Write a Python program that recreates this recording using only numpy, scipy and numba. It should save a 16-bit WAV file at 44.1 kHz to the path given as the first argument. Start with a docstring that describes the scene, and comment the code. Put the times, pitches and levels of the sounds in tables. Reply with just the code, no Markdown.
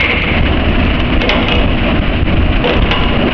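"""An excavator's hydraulic breaker is lifted off a quarry boulder and set down again.
A last blow excites the chisel's normal modes; the steel then scrapes and knocks on rock, chips snap
off, and the walls reverberate. Periodic firing of the diesel engine drives the drone beneath.
Wind buffets the microphone, and a fast limiter ducks everything under each strong buffet."""
import sys
import numpy as np
from scipy import signal
from scipy.fft import rfft, irfft, next_fast_len
from scipy.io import wavfile
from numba import njit

SR = 44100
rng = np.random.default_rng(int(sys.argv[2]) if len(sys.argv) > 2 else 0)


def store_wav(level_fs):
    """Save 16-bit WAV to argv[1]."""
    pcm = np.round(np.clip(np.atleast_2d(level_fs), -1, 1) * 32767)
    wavfile.write(sys.argv[1], SR, pcm.T.astype(np.int16))


N = 146853


def undb(db):
    """Amplitude ratio of a level in decibels."""
    return 10 ** (np.asarray(db) / 20)


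def unit(x):
    """Normalisation to rms 1."""
    return x / np.sqrt(np.mean(x ** 2))


def clock():
    """Uniform sampling: t/s of each sample."""
    return np.arange(N) / SR


def curve(table, column=1):
    """Linear interpolation of one column in time."""
    rows = np.array(table)
    return np.interp(clock(), rows[:, 0], rows[:, column])


def colour(x, spectrum):
    """Minimum-phase filter of unit power gain: only the relative levels of the spectrum count."""
    size = next_fast_len(2 * N)
    size += size % 2
    hz, db = np.array(spectrum).T
    log_hz = np.log(np.maximum(np.fft.rfftfreq(size, 1 / SR), 1))
    gain = unit(undb(np.interp(log_hz, np.log(hz), db, right=db[-1] - 20.5)))
    cepstrum = irfft(np.log(gain))
    cepstrum[1:size // 2] *= 2  # folding the cepstrum makes the filter causal
    cepstrum[size // 2 + 1:] = 0
    return irfft(rfft(x, size) * np.exp(rfft(cepstrum)))[:N]


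def noise(spectrum):
    """Filtered Gaussian noise of rms 1."""
    return unit(colour(rng.standard_normal(N), spectrum))


def burst(envelope, spectrum):
    """Amplitude-modulated noise, then filtered."""
    return colour(envelope * rng.standard_normal(N), spectrum)


def impulses(per_s):
    """Poisson process of impulses with random strengths."""
    return (rng.random(N) < per_s / SR) * rng.standard_normal(N)


def drift(per_s):
    """Interpolated random fluctuation with a spread near 1."""
    knots = rng.standard_normal(512)
    return np.interp(clock() * per_s, np.arange(len(knots)), knots)


def decay(start, t60):
    """Exponential decay from a sudden onset, 60 dB in t60 seconds."""
    age = clock() - start
    return (age >= 0) * np.exp(-np.log(1000) * np.maximum(age, 0) / t60)


def ring(hits, modes):
    """Modal superposition: each hit (t/s, level/dB) excites damped sinusoids."""
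    force = np.zeros(N)
    for start, db in hits:
        force[int(start * SR)] += undb(db)
    response = sum(undb(db) * decay(0, t60) * np.sin(2 * np.pi * hz * clock()) for hz, db, t60 in modes)
    return signal.fftconvolve(force, response)[:N]


# Chisel modes, heavily and lightly damped: f/Hz, level/dB, T60/s
CHISEL_SHORT_MODES = [(1873, -14, .03), (2160, 0, .06), (2330, -8, .04), (2610, -9, .03), (2929, -9, .03),
                      (3400, -14, .03)]
CHISEL_LONG_MODES = [(2159, -30.5, 2.5), (2280, -31, 2), (2350, -25, 1.8), (2410, -29, 0.78),
                     (2620, -29.5, 2.2), (2627, -31, 1.6)]
# Spectra of steel cracking on rock and of the hammering's reverberation: f/Hz, level/dB
CRACK_SPECTRUM = [(150, -12), (500, 6.5), (1000, 4.5), (1500, 5), (2200, 7), (3000, 11), (3600, 2.5),
                  (4300, -10), (5500, -22), (6200, -36.5)]
REVERB_SPECTRUM = [(300, -19.5), (440, -5.5), (487, 6), (530, -5), (700, -12.5), (1100, -9), (1400, -13.5),
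                   (1950, -6), (2060, -1), (2160, 5.5), (2280, 0.5), (2370, 1), (2460, -4), (2600, 0),
                   (2750, -3), (2950, -4), (3400, -14.5), (4200, -26.5), (6000, -57)]

def last_blow(start=.0085):
    """Impact excitation rings the chisel while the reverberation of earlier hammering dies away."""
    chisel = ring([(start, 3)], CHISEL_SHORT_MODES + CHISEL_LONG_MODES)
    crack = undb(-1) * burst(decay(start, t60=.05), CRACK_SPECTRUM)
    sag_db_per_s, hold_s, fade_60_db_s = 14, .35, .65
    fall_db = sag_db_per_s * clock() + 60 * np.maximum(clock() - hold_s, 0) / fade_60_db_s
    flicker_db = 1.8 * drift(per_s=90)
    reverberation = undb(-13) * burst(undb(flicker_db - fall_db), REVERB_SPECTRUM)
    return chisel + crack + reverberation


# Spectra of the exhaust, the fan and body roar, and the clatter: f/Hz, level/dB
EXHAUST_SPECTRUM = [(60, -15), (80, -1), (160, -3), (245, 5), (320, -1.5), (420, -17), (600, -13.5),
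                    (900, -29.5), (2000, -58.5)]
ROAR_SPECTRUM = [(70, -16.5), (130, -7.5), (170, -1), (250, 0.5), (330, -1.5), (420, -9), (520, -11),
                 (600, -5), (730, -8.5), (880, -20.5), (1100, -14), (1500, -25.5), (3000, -52.5)]
CLATTER_SPECTRUM = [(400, -19), (900, -3.5), (1400, -2.5), (2000, -1.5), (2550, 2), (2950, 1.5),
                    (3300, -9.5), (3800, -16), (4400, -23), (5300, -32), (6200, -55)]
# Engine swell: t/s, exhaust and roar level/dB, clatter level/dB
ENGINE_SWELL = [(0, -4.5, -2.5), (.4, -0.5, 1), (.8, -1, 3), (1.1, 2, 2.5), (1.5, -1.5, -4),
                (1.9, 2.5, 0.5), (2.3, 0, 1), (2.6, 1.5, -1), (3, -3, -2), (3.15, 2.5, 0.5), (3.33, 3, 2.5)]

def engine(firing_hz=80.82, jitter=.014, scatter_db=4, clatter_decay_cycles=4.2):
    """Source and filter: uneven firings drive the exhaust and modulate the clatter over a broad roar."""
    cycles = np.cumsum(firing_hz * (1 + jitter * drift(per_s=60) + .004 * drift(per_s=2))) / SR
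    firings = np.diff(np.floor(cycles), prepend=0) * undb(scatter_db * rng.standard_normal(N))
    exhaust = undb(-25.5) * unit(colour(firings, EXHAUST_SPECTRUM))
    throb = unit(np.exp(-(cycles % 1) / clatter_decay_cycles) * undb(2.8 * drift(per_s=80)))
    roar = noise(ROAR_SPECTRUM) * undb(-17.5 + 2.15 * drift(per_s=15))
    clatter = undb(-22.5) * burst(throb, CLATTER_SPECTRUM)
    return undb(curve(ENGINE_SWELL)) * (exhaust + roar) + undb(curve(ENGINE_SWELL, column=2)) * clatter


# Wind rumble spectrum: f/Hz, level/dB
WIND_SPECTRUM = [(5, -2.5), (14, 1), (45, 1.5), (62, -1.5), (85, -0.5), (120, -8.5), (200, -11.5),
                 (500, -41.5), (2000, -69)]
# Wind strength: t/s, level/dB
WIND_LEVEL = [(0, -23.5), (.2, -19), (.4, -16.5), (.75, -13), (1, -14), (1.25, -15), (1.35, -17.5),
              (1.5, -14.5), (1.75, -12), (2.05, -17.5), (2.35, -11.5), (2.55, -11.5), (2.7, -19.5),
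              (2.83, -7.5), (2.93, -15), (3.05, -12.5), (3.33, -19.5)]
# Pressure pulses: t/s, peak level/dB, 1/e half-width/s
BUFFETS = [(0.414, 5.5, 0.0024), (0.437, 2.5, 0.0025), (1.185, 6.5, 0.0033), (1.663, 5.5, 0.0016),
           (2.001, 7.5, 0.0029), (2.084, 3.5, 0.0021), (2.234, 12.5, 0.002), (2.351, 2, 0.0034),
           (2.802, 10, 0.002), (3.177, 6.5, 0.0012)]

def wind():
    """Pressure fluctuations at the microphone: a rumble with single Gaussian dips, the buffets."""
    buffets = sum(undb(db) * np.exp(-((clock() - centre) / width) ** 2) for centre, db, width in BUFFETS)
    return noise(WIND_SPECTRUM) * undb(curve(WIND_LEVEL)) - buffets


# Chips snapping off: t/s, level/dB
CHIPS = [(0.113, -14), (0.221, -10.5), (0.851, -16.5), (1.2165, -7.5), (1.293, 5), (1.483, -12.5),
         (1.522, -10), (1.553, -11.5), (2.77, -17), (2.914, -7)]
# Spectra of the snaps and the fine grit: f/Hz, level/dB
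CHIP_SPECTRUM = [(1000, -18), (2800, 2.5), (4200, -11), (5400, -18), (6200, -24.5)]
GRIT_SPECTRUM = [(1000, -20), (2800, 5), (4200, -5), (5200, -10.5), (5800, -30)]

def chips():
    """Brittle fracture: stone splits in short bright snaps over sparse fine grit."""
    snaps = burst(sum(undb(db) * decay(start, t60=.0093) for start, db in CHIPS), CHIP_SPECTRUM)
    grit = unit(colour(impulses(per_s=160), GRIT_SPECTRUM))
    return snaps + undb(-54) * grit


# Hum of the lift: t/s, f/Hz, level/dB
LIFT_HUM = [(.22, 79.35, -23), (.36, 78.2, -23.5), (.44, 73.2, -14.5), (.6, 73.6, -16), (.78, 75.7, -20),
            (.87, 79.7, -15.5), (1, 76.6, -50)]

def lift():
    """Forced vibration: the machine hums under load as the arm rises."""
    tone = np.sin(2 * np.pi * np.cumsum(curve(LIFT_HUM)) / SR)
    return unit(tone) * undb(curve(LIFT_HUM, column=2) + drift(per_s=13))


# Drags over the boulder: t/s, duration/s, grinding level/dB, groan level/dB
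SCRAPES = [(1.092, 0.034, -21, -27.5), (1.231, .075, -44, -17.5), (1.361, 0.17, -32, -35),
           (1.486, .17, -23, -24), (2.627, 0.11, -19, -18), (3.103, 0.078, -27.5, -26)]
# Grinding spectrum: f/Hz, level/dB
GRINDING_SPECTRUM = [(150, -14), (330, 4), (490, 1), (700, -2), (1100, -1), (1500, -3.5), (2800, 3),
                     (3600, -10), (4500, -24), (6400, -44.5)]
# Modes of the breaker's housing: f/Hz, level/dB, T60/s
HOUSING_MODES = [(453, -4.5, .059), (488, -1.5, 0.37), (579.4, 3.5, .11), (608, 0, 0.08), (679, 2, 0.051)]

def scrapes():
    """Sliding friction: the chisel crushes grains of stone, whose impulses make the housing groan."""
    grains = impulses(per_s=700)
    grinding = unit(colour(grains, GRINDING_SPECTRUM))
    housing = ring([(.00064, 0)], HOUSING_MODES)
    groan = unit(signal.fftconvolve(grains, housing)[:N])
    direct = np.zeros(N)
    for start, duration, grinding_db, groan_db in SCRAPES:
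        progress = np.clip((clock() - start) / duration, 0, 1)
        force = np.sqrt(np.abs(np.sin(np.pi * progress)))
        direct += force * (undb(grinding_db) * grinding + undb(groan_db) * groan)
    return direct + undb(.5) * wall_echo(direct)


# Spectrum returned by the rock walls: f/Hz, level/dB
WALL_SPECTRUM = [(100, 10), (3000, -2.5), (4200, -7), (5200, -1.5), (6500, -22)]

def wall_echo(x, t60=1.47, build_s=.0027):
    """Diffuse reflection: the quarry walls return a slightly dull, exponentially decaying tail."""
    envelope = decay(0, t60) * (1 - np.exp(-clock() / build_s))
    response = unit(burst(envelope, WALL_SPECTRUM)) / np.sqrt(N)
    return undb(-8) * signal.fftconvolve(x, response)[:N]


# Knocks on rock: t/s, crack level/dB, crack T60/s, then level/dB of boom, clank, ring, zing, ping
KNOCKS = [(1.2163, -11.5, 0.049, -16, -44, -21, -48, -43), (1.2947, -1, 0.076, -32, -21, -35, -41, -32),
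          (1.427, -13.5, 0.035, -40, -41, -50, -45, -37),
          (1.485, -10, 0.055, -26.5, -36, -42, -19.5, -23.5),
          (1.522, -8, 0.018, -29, -34, -31, -19.5, -39.5), (1.553, -18, .032, -35.5, -46, -44.5, -31, -45),
          (2.641, -13.5, 0.06, -15, -36.5, -38, -46, -45), (2.6726, -13, .033, -32, -27.5, -43, -45, -49),
          (2.6941, -10, 0.042, -23.5, -23, -40, -31, -39), (2.736, -10.5, 0.046, -23, -23, -52, -51, -45.5),
          (2.822, -12.5, .03, -49, -47, -51, -50.5, -53), (2.9108, -3, 0.072, -27.5, -17, -46.5, -46, -20),
          (3.0353, -11, 0.029, -29, -21.5, -55, -44, -35)]
# Breaker modes in those five families: f/Hz, level/dB, T60/s
BREAKER_MODES = {"boom": [(488, 0, .42), (545, -7, .3)], "clank": [(995, -5, .7), (1030, -8, .5),
                 (1098, -7, .55), (1122, -9, .5), (1594, -6, .15)], "ring": [(2174, 0, .35),
                 (1890, -7, .15)], "zing": [(2562, 0, .38), (2590, -7, .3), (2930, -5, .5)],
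                 "ping": [(2868, -1, .95), (2896, -4, .7), (2835, -8, .6), (2690, -6, .2),
                 (3560, -11, .12)]}

def knocks(waver_db=3.2):
    """Modal excitation depends on the contact point: each knock cracks and rings with its own mix."""
    crack = burst(sum(undb(db) * decay(start, t60) for start, db, t60, *_ in KNOCKS), CRACK_SPECTRUM)
    rows = np.array(KNOCKS)
    starts, family_levels = rows[:, 0], rows[:, 3:].T
    steel = np.zeros(N)
    for levels, modes in zip(family_levels, BREAKER_MODES.values()):
        steel += ring(zip(starts, levels), modes) * undb(2 + waver_db * drift(per_s=70))
    return crack + steel + wall_echo(undb(1.5) * crack + undb(-3) * steel)


def scene():
    """Superposition of machine, rock and wind at one microphone."""
    machine = engine() + lift()
    steel_on_rock = last_blow() + knocks() + chips() + scrapes()
    return (machine + steel_on_rock + wind())[None]


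@njit
def limit(x, ceiling, attack_s, release_s):
    """Peak limiting: the gain falls while an envelope follower exceeds the ceiling."""
    attack = 1 - np.exp(-1 / (attack_s * SR))
    release = 1 - np.exp(-1 / (release_s * SR))
    out, peak = np.empty(len(x)), 0.
    for i in range(len(x)):
        size = abs(x[i])
        if size > peak:
            peak += (size - peak) * attack
        else:
            peak -= peak * release
        out[i] = x[i] * ceiling / max(peak, ceiling)
    return out


def record(dry, saturation=.88, cutoff_hz=6200):
    """Fast limiting ducks the peaks, soft saturation rounds them, and a low-pass narrows the band."""
    held = limit(dry[0], ceiling=.68, attack_s=.0003, release_s=.015)
    rounded = held / (1.25 + (held / saturation) ** 6) ** (1 / 6)
    lowpass = signal.butter(20, cutoff_hz, fs=SR, output="sos")
    return signal.sosfiltfilt(lowpass, rounded)[None]


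dry = scene()
out = record(dry)
store_wav(out)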